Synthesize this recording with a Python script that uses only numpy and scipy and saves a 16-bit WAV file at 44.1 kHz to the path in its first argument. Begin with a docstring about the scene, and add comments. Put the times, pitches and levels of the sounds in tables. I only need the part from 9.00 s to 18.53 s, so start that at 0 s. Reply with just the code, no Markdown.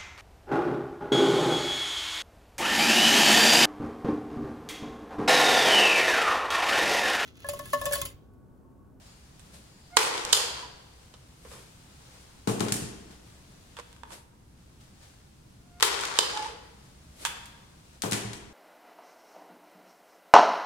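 """A lever cutter on a carpeted floor shears two vinyl planks in a bare, echoing room.
Each plank snaps under the blade, which scrapes the cut edge; the lever clanks against its
steel stop, rings the frame and squeaks as it rises. Cut planks flop on to a pile to the left,
and the next is knocked against the guide fence. Sleeves rustle over a low background rumble."""
import sys
import numpy as np
from scipy import signal
from scipy.fft import rfft, irfft, next_fast_len
from scipy.io import wavfile
from scipy.ndimage import uniform_filter1d, minimum_filter1d

SR = 44100
rng = np.random.default_rng(int(sys.argv[2]) if len(sys.argv) > 2 else 0)


def dump_mix(stems):
    """Bounce the given channels to the path in sys.argv[1] as a 16-bit WAV at rate SR."""
    frames = np.atleast_2d(stems).T  # one column per channel
    limited = np.clip(frames, -1, 1)  # hard clip at full scale
    pcm = np.round(limited * 32767).astype(np.int16)
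    wavfile.write(sys.argv[1], SR, pcm)


N = 420273
TIME = np.arange(N) / SR


def amp(db):
    """Turn decibels into a multiplier."""
    return 10 ** (np.asarray(db) / 20)


def unit(x):
    """Scale a signal to an average power of 1."""
    return x / np.sqrt(np.mean(x ** 2))


def at_hz(points, hz):
    """Read between (frequency, value) points, with octaves evenly spaced."""
    frequencies, values = np.transpose(points)
    return np.interp(np.log(np.maximum(hz, 1)), np.log(frequencies), values)


def convolve(x, response):
    """Pass a stereo sound through an object, given the object's response to a click."""
    return signal.fftconvolve(x, np.atleast_2d(response), axes=1)[:, :N]


def body(colour, tilt_db=0, resonances=(), size=4096):
    """An object's response to a click: its colour (bass-to-treble balance) plus ringing peaks."""
    hz = np.fft.rfftfreq(size, 1 / SR)
    db = at_hz(colour, hz) + tilt_db * np.log2(np.maximum(hz, hz[8]))
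    for centre, width, peak_db in resonances:
        db = db + peak_db / (1 + ((hz - centre) / width) ** 2)
    cepstrum = irfft(np.log(amp(db)))
    spectrum = np.exp(rfft(2 * cepstrum[:size // 2], size))  # rings after the click, never before
    return unit(irfft(spectrum)) / np.sqrt(size)


def stereo(x, alike_hz):
    """Two unrelated signals become left and right: alike below alike_hz, different above."""
    size = next_fast_len(x.shape[1])
    likeness = 1 / (1 + (np.fft.rfftfreq(size, 1 / SR) / alike_hz) ** 3)
    mid, side = rfft(x, size) * np.sqrt([(1 + likeness) / 2, (1 - likeness) / 2])
    return irfft([mid + side, mid - side], size)[:, :x.shape[1]]


def wander(rate_hz):
    """A random drift of typical size 1."""
    step = int(SR / rate_hz)
    stairs = np.repeat(rng.standard_normal(N // step + 1), step)[:N]
    return unit(uniform_filter1d(stairs, step))


def swell(time, db, rise, hold, fall):
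    """A volume curve that reaches its level at the given time, holds, then dies away."""
    fade = np.maximum(time - TIME, 0) / rise + np.maximum(TIME - time - hold, 0) / fall
    return amp(db) * np.exp(-np.clip(fade, 0, 30))


def rub(gain, colour, grain_db, flutter_db):
    """Friction: countless small slips of uneven size, catching and easing."""
    sizes = amp(grain_db * np.minimum(rng.exponential(size=N // 32 + 1), 4))
    grains = rng.standard_normal((2, N)) * np.repeat(sizes, 32)[:N]
    slips = unit(grains * amp(flutter_db * wander(38)))
    return convolve(stereo(slips, 330) * gain, body(colour))


def contact(length, size=8192):
    """Two things meet: one sharp impact, then a dense cluster of tiny ones."""
    t = np.arange(size) / SR
    impact = 0.93 * np.exp(-(t / 0.002) ** 2)
    envelope = impact + np.exp(-(t / length) ** 2 / 2) + 0.33 * np.exp(-t / length / 2)
    spectrum = rfft(rng.standard_normal((2, size)) * envelope)
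    flattened = spectrum / np.sqrt(uniform_filter1d(abs(spectrum) ** 2, size=15))
    return irfft(flattened) * np.sqrt(envelope)


def blow(colour, resonances, alike_hz, db, length, tilt_db, pan_db=0):
    """One contact sounds through the struck object at its own strength and brightness."""
    hit = convolve(stereo(contact(length), alike_hz), body(colour, tilt_db, resonances))
    hit = unit(hit) * np.sqrt(SR / 100 / hit.shape[1])  # as much energy as 10 ms at power 1
    return hit * amp([[db + pan_db / 2], [db - pan_db / 2]])


def blows(table, colour, resonances=(), *, alike_hz):
    """Play a table of hits on one object."""
    out = np.zeros((2, N))
    for time, *settings in table:
        hit = blow(colour, resonances, alike_hz, *settings)
        start = int(time * SR)
        out[:, start:start + hit.shape[1]] += hit[:, :N - start]
    return out


# The background's colour: (frequency [Hz], relative level [dB])
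AIR_COLOUR = [(20, -10.5), (31, -9), (42, -5.5), (65, 3), (90, -5.5), (122, -2), (200, -7.5), (320, -13),
              (520, -21.5), (1000, -24), (2200, -31), (5000, -32.5), (10000, -34.5), (16000, -45)]


def room_air(level_db=-54.5):
    """Low rumble and faint hiss, swaying a little."""
    noise = convolve(stereo(rng.standard_normal((2, N)), 310), body(AIR_COLOUR, size=16384))
    return unit(noise) * amp(level_db + 0.5 * wander(3))


# The worker shifts about: (time [s], relative level [dB], length [s])
BODY_SHIFTS = [(0, -66, 2.35), (2.602, -63.5, 2.3), (5.596, -70, 1.6), (7.63, -65.5, 1.33)]
# An arm reaches out: (time [s], relative level [dB], rise [s], fall [s])
ARM_REACHES = [(.07, -61.5, .15, 0.15), (.45, -65.5, 0.076, 0.66), (2.03, -65.5, 0.22, 0.19),
               (3.15, -59.5, 0.27, 0.24), (4.11, -57, .006, 0.048), (4.269, -64.5, 0.023, 0.14),
               (5.81, -62, .008, 0.1), (6.03, -60.5, 0.036, 0.16), (7.86, -67, 0.1, 0.13),
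               (8.96, -64.5, 0.18, .04)]
# The colour of rubbing cloth: (frequency [Hz], relative level [dB])
CLOTH_COLOUR = [(150, -4), (500, 5), (1000, 3.5), (2000, 0.5), (4200, 0.5), (6500, -1.5), (9000, -2.5),
                (12000, -11.5), (16000, -16.5)]


def clothes_rustle(rise_s=0.074, fall_s=0.18):
    """Cloth rubs faintly while the body moves, and a sleeve swishes with each reach."""
    shifting = sum(swell(time, db, rise_s, length, fall_s) for time, db, length in BODY_SHIFTS)
    reaching = sum(swell(time, db, rise, 0, fall) for time, db, rise, fall in ARM_REACHES)
    return rub(np.hypot(shifting, reaching), CLOTH_COLOUR, grain_db=0.9, flutter_db=0.3)


# The lever brushes its guides: (time [s], relative level [dB], length [s])
GRAZES = [(0.012, -66.5, 0.11), (0.595, -69.5, 0.47), (5.844, -76, .2)]
# The colour of steel on steel, also used for the clanks: (frequency [Hz], relative level [dB])
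STEEL_COLOUR = [(100, -29.5), (230, -24), (450, -7.5), (700, -9), (980, -6), (1400, -4.5), (2200, -11.5),
                (3000, -4.5), (3700, -4), (4500, -2), (6000, -3), (8500, -6), (12000, -14), (16000, -36)]


def lever_grazes(ramp_s=0.025):
    """Steel slides lightly on steel while the lever is lowered."""
    gain = sum(swell(time, db, ramp_s, length, ramp_s) for time, db, length in GRAZES)
    return rub(gain, STEEL_COLOUR, grain_db=2.0, flutter_db=1.0)


# The frame's ringing notes: (frequency [Hz], relative level [dB], time to fade by 60 dB [s])
FRAME_NOTES = [(495, -4, .7), (826, -5.5, 1), (939, -3.5, .65), (1240, -5, 0.45), (2008, -9.5, 0.76),
               (2780, -7.5, .6), (3020, -8.5, 0.46), (3300, -9.5, .4), (3460, -8.5, 0.54), (4076, -8.5, .7),
               (4230, -9, .7), (4440, -7.5, 0.98), (4630, -5.5, 1), (4980, -6, .65), (4960, -3, 0.8),
               (5130, -7, .6), (5400, -10.5, .49), (6650, -5, .5), (6940, -2.5, .43), (7250, -3, .45),
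               (7630, -4, 0.49), (8123, -4.5, .5)]


def frame_ring(force, looseness=2.2):
    """The steel frame rings when rubbed or hit; its loose joints jostle and roughen each note."""
    t = TIME[:SR]
    jostle = looseness * np.vstack([wander(30), wander(30)])
    ring = 0
    for hz, db, fade_s in FRAME_NOTES:
        start = rng.integers(N - SR)
        phase = 2 * np.pi * (hz * t + rng.random((2, 1))) + jostle[:, start:start + SR]
        ring = ring + amp(db - 60 * t / fade_s) * np.sin(phase)
    return convolve(force, unit(ring) / np.sqrt(SR))


# A plank is lined up:
# (time [s], level [dB], contact length [s], brightness [dB/octave], left minus right [dB])
KNOCKS = [(.3946, -55, .014, 4, -4), (4.768, -42, 0.016, -1, 0.5), (4.9278, -54.5, 0.0032, 2.5, 2),
          (4.9637, -57, 0.0028, 0.5, 7), (5.034, -41.5, 0.0024, -4.5, 0.5),
          (5.106, -50, 0.0094, -4.5, -4.5), (8.2508, -23.5, 0.015, 2, 0.5), (8.4568, -48, .012, 5.5, 2)]
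# A knock's colour: (frequency [Hz], relative level [dB])
KNOCK_COLOUR = [(120, -31), (300, -26), (480, -8), (650, -9.5), (900, -1.5), (1300, -2.5), (1650, 1),
                (2100, -4), (3400, -2.5), (4800, -10.5), (8500, -11.5), (16000, -29.5)]
# Where the guide fence rings: (frequency [Hz], width [Hz], boost [dB])
FENCE_PEAKS = [(945, 52, 9.5), (1215, 63, 5), (1578, 50, 5.5), (2587, 40, 7.5), (3200, 110, 3),
               (3455, 42, 10.5), (4480, 52, 5.5), (6340, 71, 3.5), (7260, 40, 8), (8640, 49, 4.5)]


def fence_knocks():
    """A plank's edge knocks against the fence, the rail that keeps it straight."""
    return blows(KNOCKS, KNOCK_COLOUR, FENCE_PEAKS, alike_hz=1576)


# A plank is pushed along: (time [s], relative level [dB], rise [s], fall [s])
SLIDES = [(.545, -54.5, .016, 0.055), (2.53, -53, 0.083, 0.11), (5.13, -48, 0.02, 0.046),
          (8.226, -48, 0.035, 0.09)]
# A slide's colour: (frequency [Hz], relative level [dB])
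SLIDE_COLOUR = [(150, -1.5), (500, 7), (1000, -1.5), (2000, 0), (4200, -1), (6500, -2.5), (9000, -0.5),
                (12000, -6.5), (16000, -22)]


def plank_slides():
    """A plank rubs over the cutter's flat bed."""
    gain = sum(swell(time, db, rise, 0, fall) for time, db, rise, fall in SLIDES)
    return rub(gain, SLIDE_COLOUR, grain_db=-0.4, flutter_db=0.1)


# The load builds on the hinge, one row a cut: (time [s], level [dB], rise [s], hold [s])
STRAINS = [(0.935, -46, .011, .03), (6.77, -58.5, 0.07, 0.037)]


def hinge_strain(pitch_hz=708, fall_s=0.004, overtone_db=-7, full_load_db=-48):
    """The hinge sticks and slips in a thin note that brightens with load until the plank gives."""
    phase = 2 * np.pi * np.cumsum(pitch_hz * (1 + 0.01 * wander(90))) / SR
    gain = sum(swell(time, db, rise, hold, fall_s) for time, db, rise, hold in STRAINS)
    bite = np.sqrt(gain / amp(full_load_db))
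    overtones = np.sin(2 * phase) + bite * np.sin(3 * phase)
    return gain * (np.sin(phase) + amp(overtone_db) * overtones)


# The plank breaks:
# (time [s], level [dB], contact length [s], brightness [dB/octave], left minus right [dB])
SNAPS = [(.9655, -39.5, .003, 6, -4), (.969, -11.5, 0.005, -0.6, 0), (6.800, -39, .002, 0.5, 6),
         (6.807, -35, 0.0052, -0.5, 4.5), (6.8255, -14, 0.0096, 0.5, 4.5)]
# A snap's colour: (frequency [Hz], relative level [dB])
SNAP_COLOUR = [(100, -43.5), (230, -23), (420, -4), (660, -13), (980, 4), (1350, 1), (1800, -3.5),
               (2600, -2), (3800, 0), (5500, -6), (9000, -8), (12000, -16), (16000, -29)]
# Where a plank held on the bed rings: (frequency [Hz], width [Hz], boost [dB])
HELD_PLANK_PEAKS = [(404, 19, 8), (452, 17, 3), (960, 52, 0)]


def plank_snaps():
    """The plank cracks under the blade, then snaps right through."""
    return blows(SNAPS, SNAP_COLOUR, HELD_PLANK_PEAKS, alike_hz=1455)


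# The blade drags, one row a cut: (time [s], relative level [dB], length [s])
SCRAPES = [(1.02, -36, 0.6), (6.878, -34.5, 0.614)]
# A scrape's colour: (frequency [Hz], relative level [dB])
SCRAPE_COLOUR = [(150, -33.5), (280, -8.5), (430, -5), (650, -7), (1000, 3), (1800, -3.5), (3500, -5),
                 (6000, -9), (9000, -13), (15000, -38)]


def blade_scrape(rise_s=0.022, fall_s=0.025, ease_db_per_s=17):
    """The blade scrapes the cut edge, hardest just after the snap, easing as the edge wears clear."""
    gain = 0
    for time, db, length in SCRAPES:
        easing = amp(-ease_db_per_s * np.maximum(TIME - time, 0))
        gain = gain + swell(time, db, rise_s, length, fall_s) * easing
    return amp(2.5) * rub(gain, SCRAPE_COLOUR, grain_db=3.0, flutter_db=1.6)


# A plank bumps the bed: (time [s], level [dB], contact length [s], brightness [dB/octave])
BUMPS = [(1.02, -28, 0.059, 4.5), (1.11, -35, 0.024, -1), (1.25, -37, .036, -6), (1.365, -25, 0.088, 2),
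         (2.450, -45.5, 0.022, -3.5), (2.515, -43, 0.069, -0.5), (4.788, -40, 0.016, -1),
         (4.7975, -43, 0.0056, -.5), (5.120, -47.5, .018, 1), (6.85, -30, 0.014, 11.5)]
# A bump's colour: (frequency [Hz], relative level [dB])
BUMP_COLOUR = [(150, -14), (330, -12.5), (490, 8), (700, -9.5), (1050, 3), (1550, -3.5), (2300, -6.5),
               (4000, -9), (9000, -15), (16000, -35.5)]


def plank_bumps():
    """A plank shudders on the cutter's bed, is lifted from it or settles on it."""
    return blows(BUMPS, BUMP_COLOUR, alike_hz=1182)


# Steel hits steel: (time [s], level [dB], contact length [s], brightness [dB/octave])
CLANKS = [(1.178, -34, 0.0059, -4), (1.2505, -33, 0.0019, 2.5), (1.3265, -23.5, .0038, 5.5),
          (1.3288, -6, .0031, 1.1), (7.1883, -10.5, .0027, -1.5), (2.1396, -50, 0.0099, -5),
          (7.010, -37, .0062, 1), (7.0525, -34, .0037, 2.5)]
# Where the bed and side plates briefly ring: (frequency [Hz], width [Hz], boost [dB])
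PLATE_PEAKS = [(970, 30, 5), (1590, 68, 2), (2563, 67, 2.5), (3050, 160, 8.5), (3270, 76, 4.5),
               (3590, 120, 9), (3960, 80, 8), (4930, 140, 4.5), (6900, 200, 2.5), (8100, 180, 2)]


def lever_clanks():
    """The lever and blade holder tick in their guides and strike the steel frame."""
    return blows(CLANKS, STEEL_COLOUR, PLATE_PEAKS, alike_hz=3200)


# The rising lever squeaks: (time [s], level [dB], rise [s], hold [s], fall [s], pitch [Hz])
SQUEAKS = [(1.632, -36.5, 0.0015, 0.0026, 0.021, 975), (7.371, -30, .022, 0.042, 0.054, 856),
           (7.462, -29, .003, 0.0051, 0.0032, 902), (7.497, -42, 0.0086, 0.054, .008, 459)]


def pivot_squeaks(waver=0.014, octave_db=-15, judder_hz=33.5, judder_depth=0.67):
    """The pivot catches and slips as it turns, so its wavering note dips at every catch."""
    wavering_time = np.cumsum(1 + waver * wander(250)) / SR
    out = 0
    for time, db, rise, hold, fall, hz in SQUEAKS:
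        phase = 2 * np.pi * hz * wavering_time
        tone = np.sin(phase) + amp(octave_db) * np.sin(2 * phase)
        judder = 1 - judder_depth * np.sin(np.pi * judder_hz * (TIME - time)) ** 2
        out = out + swell(time, db, rise, hold, fall) * judder * tone
    return out


# A plank hits the pile: (time [s], level [dB], contact length [s], brightness [dB/octave])
SLAPS = [(3.4735, -31.5, 0.042, 0.5), (3.596, -39, .0055, -1.5), (3.6055, -30, 0.0046, -1.9),
         (3.6841, -35, 0.0093, -3.5), (3.722, -24, 0.0046, 2), (9.0205, -30, 0.0079, 0),
         (9.112, -32, 0.014, 4), (9.1215, -28, 0.0038, -2.6), (9.131, -27, 0.011, -3),
         (9.3323, -40.5, 0.009, -2.5)]
# A slap's colour: (frequency [Hz], relative level [dB])
SLAP_COLOUR = [(200, -25.5), (1000, 1), (2000, 1.5), (3000, 4), (5000, 4), (8500, 7), (12000, -4.5),
               (16000, -18)]


def pile_slaps():
    """A dropped plank's hard face slaps the other boards."""
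    return blows(SLAPS, SLAP_COLOUR, alike_hz=1420)


# A plank hits the floor: (time [s], level [dB], contact length [s], brightness [dB/octave])
THUDS = [(3.474, -19.5, 0.029, 3), (3.609, -22.5, 0.016, 2.5), (3.665, -31.5, 0.011, 3.5),
         (3.720, -28.5, .01, -1), (3.82, -31.5, 0.021, -6), (9.036, -25, 0.034, 4.5),
         (9.122, -26.5, 0.013, 1), (9.25, -33.5, 0.022, -9.5)]
# A thud's colour: (frequency [Hz], relative level [dB])
THUD_COLOUR = [(40, -6), (80, -5), (115, 2.5), (190, 3.5), (250, -1), (350, -3.5), (600, -13.5),
               (1100, -13), (2000, -26.5), (5000, -40.5), (15000, -55)]
# Where a loose plank and the floor ring: (frequency [Hz], width [Hz], boost [dB])
FLOOR_PEAKS = [(118.7, 11.7, 10.5), (201, 23, 6), (289.5, 54, 5), (372, 29, 2.5), (463, 54, 4),
               (748, 150, 4)]


def floor_thuds(bounce_delay_s=0.023, bounce_db=-6, bounce_stretch=2.66):
    """The limp plank flops on to the floor; a weaker, softer bounce follows each flop."""
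    bounces = [(time + bounce_delay_s, db + bounce_db, length * bounce_stretch, tilt_db)
               for time, db, length, tilt_db in THUDS]
    return blows(THUDS + bounces, THUD_COLOUR, FLOOR_PEAKS, alike_hz=740)


# How long sound lingers in the room: (frequency [Hz], time to fade by 60 dB [s])
ROOM_FADE = [(100, 0.87), (260, 1.2), (500, 1.02), (900, 1.15), (2000, 0.9461), (5000, 0.81), (9000, 0.57),
             (15000, 0.33)]
# First echoes off walls and ceiling: (delay [s], relative level [dB])
WALL_ECHOES = [(0.0189, -10.5), (0.022, -15.5), (.038, -16), (.044, -13.5)]
# The small room favours the low middle: (frequency [Hz], relative level [dB])
ROOM_COLOUR = [(60, 1.5), (130, -2.5), (260, 2), (430, 7), (700, 3), (1100, -2.5), (2000, 1), (4000, -2),
               (8000, -0.5), (15000, 5)]


def room_echo(sound):
    """The walls send back a few clear echoes and a smooth tail whose treble dies first."""
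    t = TIME[:SR * 3 // 2]
    hz = np.fft.rfftfreq(len(t), 1 / SR)
    noise = rfft(stereo(rng.standard_normal((2, len(t))), 340))
    centres = np.geomspace(80, 16000, 12)
    tail = 0
    for centre, band in zip(centres, np.eye(len(centres))):
        share = at_hz(np.column_stack([centres, band]), hz)
        tail = tail + irfft(noise * share, len(t)) * amp(-60 * t / at_hz(ROOM_FADE, centre))
    tail = unit(tail * (1 - np.exp(-t / 0.0028))) / np.sqrt(len(t))
    for delay, db in WALL_ECHOES:
        arrivals = (delay * SR + rng.integers(0, 60, 2)).astype(int)  # left and right
        tail[[0, 1], arrivals] += amp(db)
    return convolve(convolve(sound, tail), body(ROOM_COLOUR))


# Stereo balance of the cutter, the pile and the room: (frequency [Hz], left minus right [dB])
CUTTER_BALANCE = [(200, 0), (400, -4), (1000, -9), (2000, 3.5), (4000, -1), (8000, -12.5), (14000, -2.5)]
PILE_BALANCE = [(200, 1), (500, 10), (2000, 2), (4000, 11), (8000, -2.5), (14000, -3)]
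ROOM_BALANCE = [(200, -1), (500, 3), (2000, 2.5), (4000, 3), (8000, 1), (14000, -2)]


def place(sound, balance, left_lead_s=0):
    """Give a sound a direction: one side is shaded, and one can hear it sooner."""
    size = next_fast_len(N + SR // 10)
    hz = np.fft.rfftfreq(size, 1 / SR)
    left = amp(at_hz(balance, hz) / 2) * np.exp(1j * np.pi * hz * left_lead_s)
    return irfft(rfft(sound, size) * np.array([left, 1 / left]), size)[:, :N]


def scene():
    """The cutter in front and the plank pile to the left, each with its share of the room."""
    snaps = plank_snaps()
    clanks = lever_clanks()
    knocks = fence_knocks()
    bumps = plank_bumps()
    thuds = floor_thuds()
    slaps = pile_slaps()
    ring = frame_ring(amp(-16.5) * snaps + amp(-17) * clanks + amp(-18.5) * knocks + lever_grazes())
    scrape = blade_scrape()
    handling = amp(4) * (clothes_rustle() + plank_slides())
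    squeaks = pivot_squeaks() + hinge_strain()
    echo = room_echo(amp(-3) * snaps + amp(-8) * clanks + amp(-3) * knocks + amp(-15.5) * bumps
                     + amp(-5.5) * thuds + amp(1.5) * slaps + amp(-4.5) * scrape + amp(-13.5) * squeaks)
    cutter = place(snaps + clanks + knocks + bumps + squeaks, CUTTER_BALANCE, left_lead_s=-0.000069)
    pile = place(thuds + slaps, PILE_BALANCE, left_lead_s=0.000499)
    all_around = place(echo + ring + scrape + handling, ROOM_BALANCE)
    return cutter + pile + all_around + room_air()


def record(dry, ceiling=1.3, top_hz=15900):
    """Turn the hardest peaks down briefly, clip what still sticks out and cut the highest treble."""
    allowed_gain = 1 / np.maximum(abs(dry).max(axis=0) / ceiling, 1)
    gain = uniform_filter1d(minimum_filter1d(allowed_gain, size=131), size=131)  # about 3 ms
    treble_cut = signal.ellip(8, 0.2, 70, top_hz, fs=SR, output="sos")
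    return signal.sosfilt(treble_cut, np.clip(dry * gain, -0.9, 0.9))


dry = scene()
out = record(dry)
dump_mix(out)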